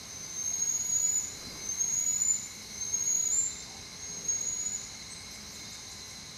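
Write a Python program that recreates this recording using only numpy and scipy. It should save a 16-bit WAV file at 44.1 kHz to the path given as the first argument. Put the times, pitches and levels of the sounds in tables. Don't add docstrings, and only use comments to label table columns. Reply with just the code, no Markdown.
import sys
import numpy as np
from scipy import signal
from scipy.fft import rfft, irfft, next_fast_len
from scipy.io import wavfile
from scipy.ndimage import uniform_filter1d

SR = 44100
rng = np.random.default_rng(int(sys.argv[2]) if len(sys.argv) > 2 else 0)


def wav_record(signal):
    frames = np.transpose(np.atleast_2d(signal))
    bounded = np.clip(frames, -1, 1)
    quanta = np.round(bounded * 32767).astype(np.int16)
    wavfile.write(sys.argv[1], SR, quanta)


N = 281313
TIME = np.arange(N) / SR

# (frequency [Hz], relative level [dB])
AIR_SPECTRUM = [(20, -32), (40, -6.5), (60, 1), (100, -1), (210, -1.5), (310, -8), (600, -11.5),
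                (1000, -13), (1400, -14), (1650, -12.5), (1850, -14.5), (2400, -15.5), (2900, -18),
                (6000, -46)]
# (centre [Hz], width [Hz], level [dB])
DUCT_BANDS = [(772, 22, -73), (880, 35, -72), (1038, 35, -67.5), (1240, 18, -75), (1650, 40, -73)]
# (pitch [Hz], level [dB])
MACHINE_TONES = [(98, -65), (207.6, -66.5), (2018, -68.5), (5636, -66)]
# (time [s], level [dB])
FAN_LOUDNESS = [(0, -68.5), (1.7, -66), (2.3, -73), (3.0, -63.5), (4.5, -65.5), (4.9, -72.5), (6.38, -72.5)]
# (frequency [Hz], relative level [dB])
WATER_SPECTRUM = [(500, -13), (2500, -5), (3300, -4), (5000, 0), (7000, -1), (7800, -4), (9400, -4),
                  (11000, -9.5), (12800, -13), (13400, -18), (15300, -20)]
# (frequency [Hz], relative level [dB])
SPRAY_SPECTRUM = [(3000, -20), (7000, -2), (10000, -2), (12700, 1), (13400, -8), (15300, -12)]
# (time [s], level [dB])
SPRAY_LOUDNESS = [(0, -62), (1.5, -59.5), (3.1, -61), (3.7, -76), (6.38, -78)]
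# (centre [Hz], width [Hz], level [dB])
INSECT_BANDS = [(3696, 94, -65), (3856, 43, -65.5), (4050, 204, -55), (4333, 80, -59), (4610, 26, -64.5),
                (4910, 170, -60.5), (5113, 53, -60.5), (5590, 300, -58.5), (5930, 130, -60.5),
                (6304, 220, -52), (6600, 110, -58.5), (8860, 100, -107.5), (10560, 200, -100)]
# (centre [Hz], width [Hz])
LOW_INSECT_BAND = (2166, 160)
# (time [s], level [dB])
LOW_INSECT_LOUDNESS = [(0, -60), (.9, -60.5), (1.6, -56), (3.2, -57.5), (4.2, -59.5), (5.2, -56),
                       (6.38, -62)]
# (pitch [Hz], wing strokes [1/s], first trill [s], trill length [s], repeat [s], level [dB])
CRICKET_SONGS = [(4100, 18.9, 1.2, 5.3, 6, -58.5), (4320, 22, .4, .7, 2.1, -60),
                 (4870, 18, 1.35, .23, 6, -52.5), (3715, 20, 3.42, .36, 2.1, -59),
                 (4980, 16, 5.08, .65, 3, -59.5)]
# (middle time [s], length [s], centre [Hz], width [Hz], level [dB])
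SOFT_SHUFFLES = [(1.5, 0.68, 230, 470, -51), (1.52, 0.73, 1100, 2300, -55.5), (3.73, .3, 830, 400, -58),
                 (4.3, .75, 470, 230, -58), (4.15, 0.47, 182, 37, -56)]
# (time [s], pitch [Hz], ring time [s], level [dB])
DULL_KNOCKS = [(.51, 690, .12, -47), (1.468, 248, .15, -37), (1.83, 770, .12, -47), (3.7, 775, .14, -47),
               (3.745, 790, .14, -47)]
# (delay [s], level [dB])
WALL_ECHOES = [(.049, -15), (.068, -12.5), (.094, -16)]
# (time [s], length [s], start pitch [Hz], end pitch [Hz], level [dB])
OPENING_SQUEAK = (5.096, .055, 7600, 8600, -45.5)
# (time [s], length [s], level [dB], peep pitch [Hz], peep level [dB])
CHIRP_RUN = [(5.298, .042, -50, 7900, -55), (5.502, .04, -54, 7350, -50), (5.686, .045, -52, 7200, -48.5),
             (5.874, .042, -54, 7050, -49), (6.048, .055, -54, 6100, -51)]
# (time [s], pitch [Hz], level [dB])
WHISTLE_CURVES = [
    [(.09, 6170, -47.5), (.19, 6150, -42.5), (.26, 6210, -45), (.40, 6350, -36), (.49, 6417, -31.5),
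     (.612, 6580, -34), (.628, 6574, -22), (.645, 6580, -40.5), (.72, 6654, -31), (.775, 6670, -28),
     (.86, 6706, -37), (.94, 6753, -22), (1.0, 6810, -39), (1.045, 6874, -23.5), (1.105, 6875, -30.5),
     (1.14, 6940, -29), (1.175, 6960, -28)],
    [(1.585, 6208, -46.5), (1.66, 6220, -32.5), (1.683, 6320, -56), (1.692, 6277, -27.5),
     (1.78, 6490, -46.5), (1.81, 6480, -24.5), (1.85, 6610, -34.5), (1.925, 6613, -29.5),
     (1.95, 6680, -30.5), (1.995, 6744, -27), (2.04, 6820, -38), (2.088, 6840, -23), (2.12, 6860, -36),
     (2.15, 6890, -24.5), (2.2, 6965, -38), (2.222, 6976, -18), (2.243, 7080, -50), (2.26, 7040, -24),
     (2.292, 7048, -25.5), (2.325, 7054, -31)],
    [(2.72, 6140, -46), (2.802, 6290, -43), (2.812, 6355, -30.5), (2.835, 6360, -34), (2.85, 6420, -37),
     (2.922, 6450, -42), (2.945, 6500, -24), (2.975, 6530, -38), (2.988, 6535, -38), (3.04, 6595, -32.5),
     (3.112, 6654, -23), (3.16, 6700, -33.5), (3.22, 6737, -28), (3.3, 6810, -35), (3.335, 7180, -26),
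     (3.368, 7320, -30.5), (3.395, 7340, -24.5), (3.43, 7365, -30.5)],
    [(3.99, 6600, -54), (4.025, 6490, -44.5), (4.11, 6476, -38.5), (4.22, 6485, -44), (4.279, 6535, -38),
     (4.286, 6564, -26), (4.315, 6550, -30.5), (4.40, 6623, -40), (4.5, 6730, -31), (4.6, 6760, -40.5),
     (4.614, 6840, -31.5), (4.64, 6730, -44), (4.66, 6880, -30.5), (4.7, 6840, -35.5), (4.728, 6960, -37),
     (4.742, 6850, -34), (4.755, 6880, -36)],
]
WHISTLE_OCTAVES = [-23.5, -22.5, -25, -27]


def undb(db):
    return 10 ** (np.asarray(db) / 20)


def unit(x):
    return x / np.sqrt(np.mean(x ** 2))


def ramp(start, length):
    return np.clip((TIME - start) / length, 0, 1)


def arch(start, length):
    return np.sin(np.pi * ramp(start, length))


def follow(points):
    return np.interp(TIME, *np.transpose(points))


def wobble(rate):
    hold = max(int(SR / rate), 2)
    steps = rng.standard_normal(N)[np.arange(N) // hold]
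    return 1.303 * uniform_filter1d(uniform_filter1d(steps, hold), hold)


def noise(gain_at):
    size = next_fast_len(N, True)
    hz = np.maximum(np.fft.rfftfreq(size, 1 / SR), 1)
    spectrum = rfft(rng.standard_normal(size)) * gain_at(hz)
    return unit(irfft(spectrum, size)[:N])


def coloured(points):
    hz, db = np.transpose(points)
    return noise(lambda f: undb(np.interp(np.log(f), np.log(hz), db)))


def band(hz, width):
    return noise(lambda f: 1 / np.sqrt(1 + (2 * np.abs(f - hz) / width) ** 4))


def voice(hz, octave_db):
    phase = 2 * np.pi * np.cumsum(hz) / SR
    return np.sqrt(2) * (np.sin(phase) + undb(octave_db) * np.sin(2 * phase))


def ventilation(air_db=-52.0, fan_hz=415):
    tones = 0
    for hz, db in MACHINE_TONES + [(fan_hz, follow(FAN_LOUDNESS))]:
        pitch = hz + 4 * wobble(15)
        phase = 2 * np.pi * np.cumsum(pitch) / SR
        tones += undb(db + 2 * wobble(6)) * np.sin(phase)
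    swell_db = .4 * wobble(4)
    ducts = sum(undb(db) * band(hz, width) for hz, width, db in DUCT_BANDS)
    return np.sqrt(2) * tones + ducts + coloured(AIR_SPECTRUM) * undb(air_db + swell_db)


def waterfall(body_db=-54.3):
    flicker = undb(.4 * wobble(70))
    body = coloured(WATER_SPECTRUM) * undb(body_db)
    spray = coloured(SPRAY_SPECTRUM) * undb(follow(SPRAY_LOUDNESS))
    return flicker * (body + spray)


def insect_chorus():
    out = band(*LOW_INSECT_BAND) * undb(follow(LOW_INSECT_LOUDNESS) + wobble(45))
    for hz, width, db in INSECT_BANDS:
        unsteady_db = .6 * wobble(2.5) + 1.3 * wobble(45)
        out += band(hz, width) * undb(db + unsteady_db)
    return out


def crickets(sweep=.024, scatter=.009, fade_s=.044):
    out = np.zeros(N)
    for hz, rate, first, length, period, db in CRICKET_SONGS:
        stroke = np.cumsum(rate * (1 + .031 * wobble(6))) / SR % 1
        pulse = unit(np.sin(np.pi * stroke) ** 6)
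        trill_age = (TIME - first) % period
        singing = (TIME > first) * np.clip(np.minimum(trill_age, length - trill_age) / fade_s, 0, 1)
        pitch = hz * (1 + sweep * (1 - 2 * stroke) + scatter * wobble(300))
        out += undb(db + 2 * wobble(8.8)) * singing * pulse * voice(pitch, octave_db=-54)
    return out


def shuffles():
    return sum(undb(db) * arch(middle - length / 2, length) ** 2 * band(hz, width)
               for middle, length, hz, width, db in SOFT_SHUFFLES)


def knocks(push_s=.011):
    out = np.zeros(N)
    for start, hz, ring_s, db in DULL_KNOCKS:
        age = np.maximum(TIME - start, 0)
        out += ramp(start, push_s) * undb(db - 60 * age / ring_s) * np.sin(2 * np.pi * hz * age)
    return out


def enclosure(sound, direct_db, early_db, late_db, early_ring_s=.46, ring_s=.6, treble_ring_s=.35):
    t = np.arange(SR) / SR
    rocks = rng.standard_normal(SR) * (rng.random(SR) < .004) * (t > .012)
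    rocks *= undb(-60 * t / early_ring_s)
    wash = rng.standard_normal(SR) * np.clip(t / .032, 0, 1)
    low = signal.sosfiltfilt(signal.butter(4, 10000, fs=SR, output="sos"), wash)
    tail = low * undb(-60 * t / ring_s) + (wash - low) * undb(-60 * t / treble_ring_s)
    echoes = undb(early_db) * rocks / np.linalg.norm(rocks) + undb(late_db) * tail / np.linalg.norm(tail)
    for delay, db in WALL_ECHOES:
        echoes[int(delay * SR)] += undb(db)
    return undb(direct_db) * sound + signal.fftconvolve(sound, echoes)[:N]


def chirp(start, length, from_hz, to_hz, db, octave_db, rough):
    pitch = from_hz + (to_hz - from_hz) * np.sin(np.pi / 2 * ramp(start, length))
    return undb(db) * arch(start, length) * voice(pitch * (1 + rough * wobble(1200)), octave_db)


def monkey_chirps(peep_s=.046, flick_s=.028, flick_hz=1700, rasp_s=.042, rasp_db=-52):
    out = chirp(*OPENING_SQUEAK, octave_db=-25, rough=.0112)
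    rasp = undb(rasp_db) * band(7300, 5200)
    for start, length, db, peep_hz, peep_db in CHIRP_RUN:
        out += chirp(start, length, from_hz=5250, to_hz=6080, db=db, octave_db=-7, rough=.022)
        peep_start = start + .6 * length
        flick_start = peep_start + peep_s / 2
        pitch = (peep_hz - flick_hz * ramp(flick_start, flick_s)) * (1 + .04 * wobble(1500))
        out += undb(peep_db) * arch(peep_start, peep_s) * voice(pitch, octave_db=-30)
        out += arch(flick_start - rasp_s / 3, rasp_s) * rasp
    high_sizzle = undb(-66) * arch(5.39, .27) * band(13750, 1200)
    return out + high_sizzle


def monkey_whistle(curve, octave_db, onset_s=.009, effort_s=.19, sag_hz=900, sag_s=.05, fade_db_per_s=330):
    times, hz, db = np.transpose(curve)
    glide = np.interp(TIME, times, hz)
    strain = np.clip((glide - 6950) / 350, 0, 1)
    since_end = np.maximum(TIME - times[-1], 0)
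    release = 1 - np.exp(-since_end / sag_s)
    hoarse_sag = sag_hz * release * (1 + .5 * wobble(700))
    waver = 1 + .0008 * wobble(45) + .0006 * wobble(400)
    pitch = glide * waver - hoarse_sag - 45 * strain * np.abs(wobble(500))
    loudness_db = np.interp(TIME, times, db)
    tremble_db = wobble(29.9) + .8 * wobble(160)
    level_db = loudness_db + tremble_db - fade_db_per_s * since_end
    effort_db = uniform_filter1d(loudness_db, int(effort_s * SR))
    overtone_db = octave_db + effort_db - loudness_db + .4 * (effort_db + 29) - 9 * np.sqrt(strain)
    return voice(pitch, overtone_db) * ramp(times[0] - onset_s, onset_s) * undb(level_db)


def scene():
    whistles = sum(monkey_whistle(curve, db) for curve, db in zip(WHISTLE_CURVES, WHISTLE_OCTAVES))
    near = enclosure(whistles + monkey_chirps(), direct_db=-1.7, early_db=-11, late_db=-8.3)
    far = enclosure(crickets(), direct_db=-4, early_db=-5, late_db=-4.5)
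    return (near + far + insect_chorus() + ventilation() + waterfall() + shuffles() + knocks())[None]


def record(dry):
    return signal.sosfilt(signal.ellip(12, .1, 80, 15290, fs=SR, output="sos"), dry)


dry = scene()
out = record(dry)
wav_record(out)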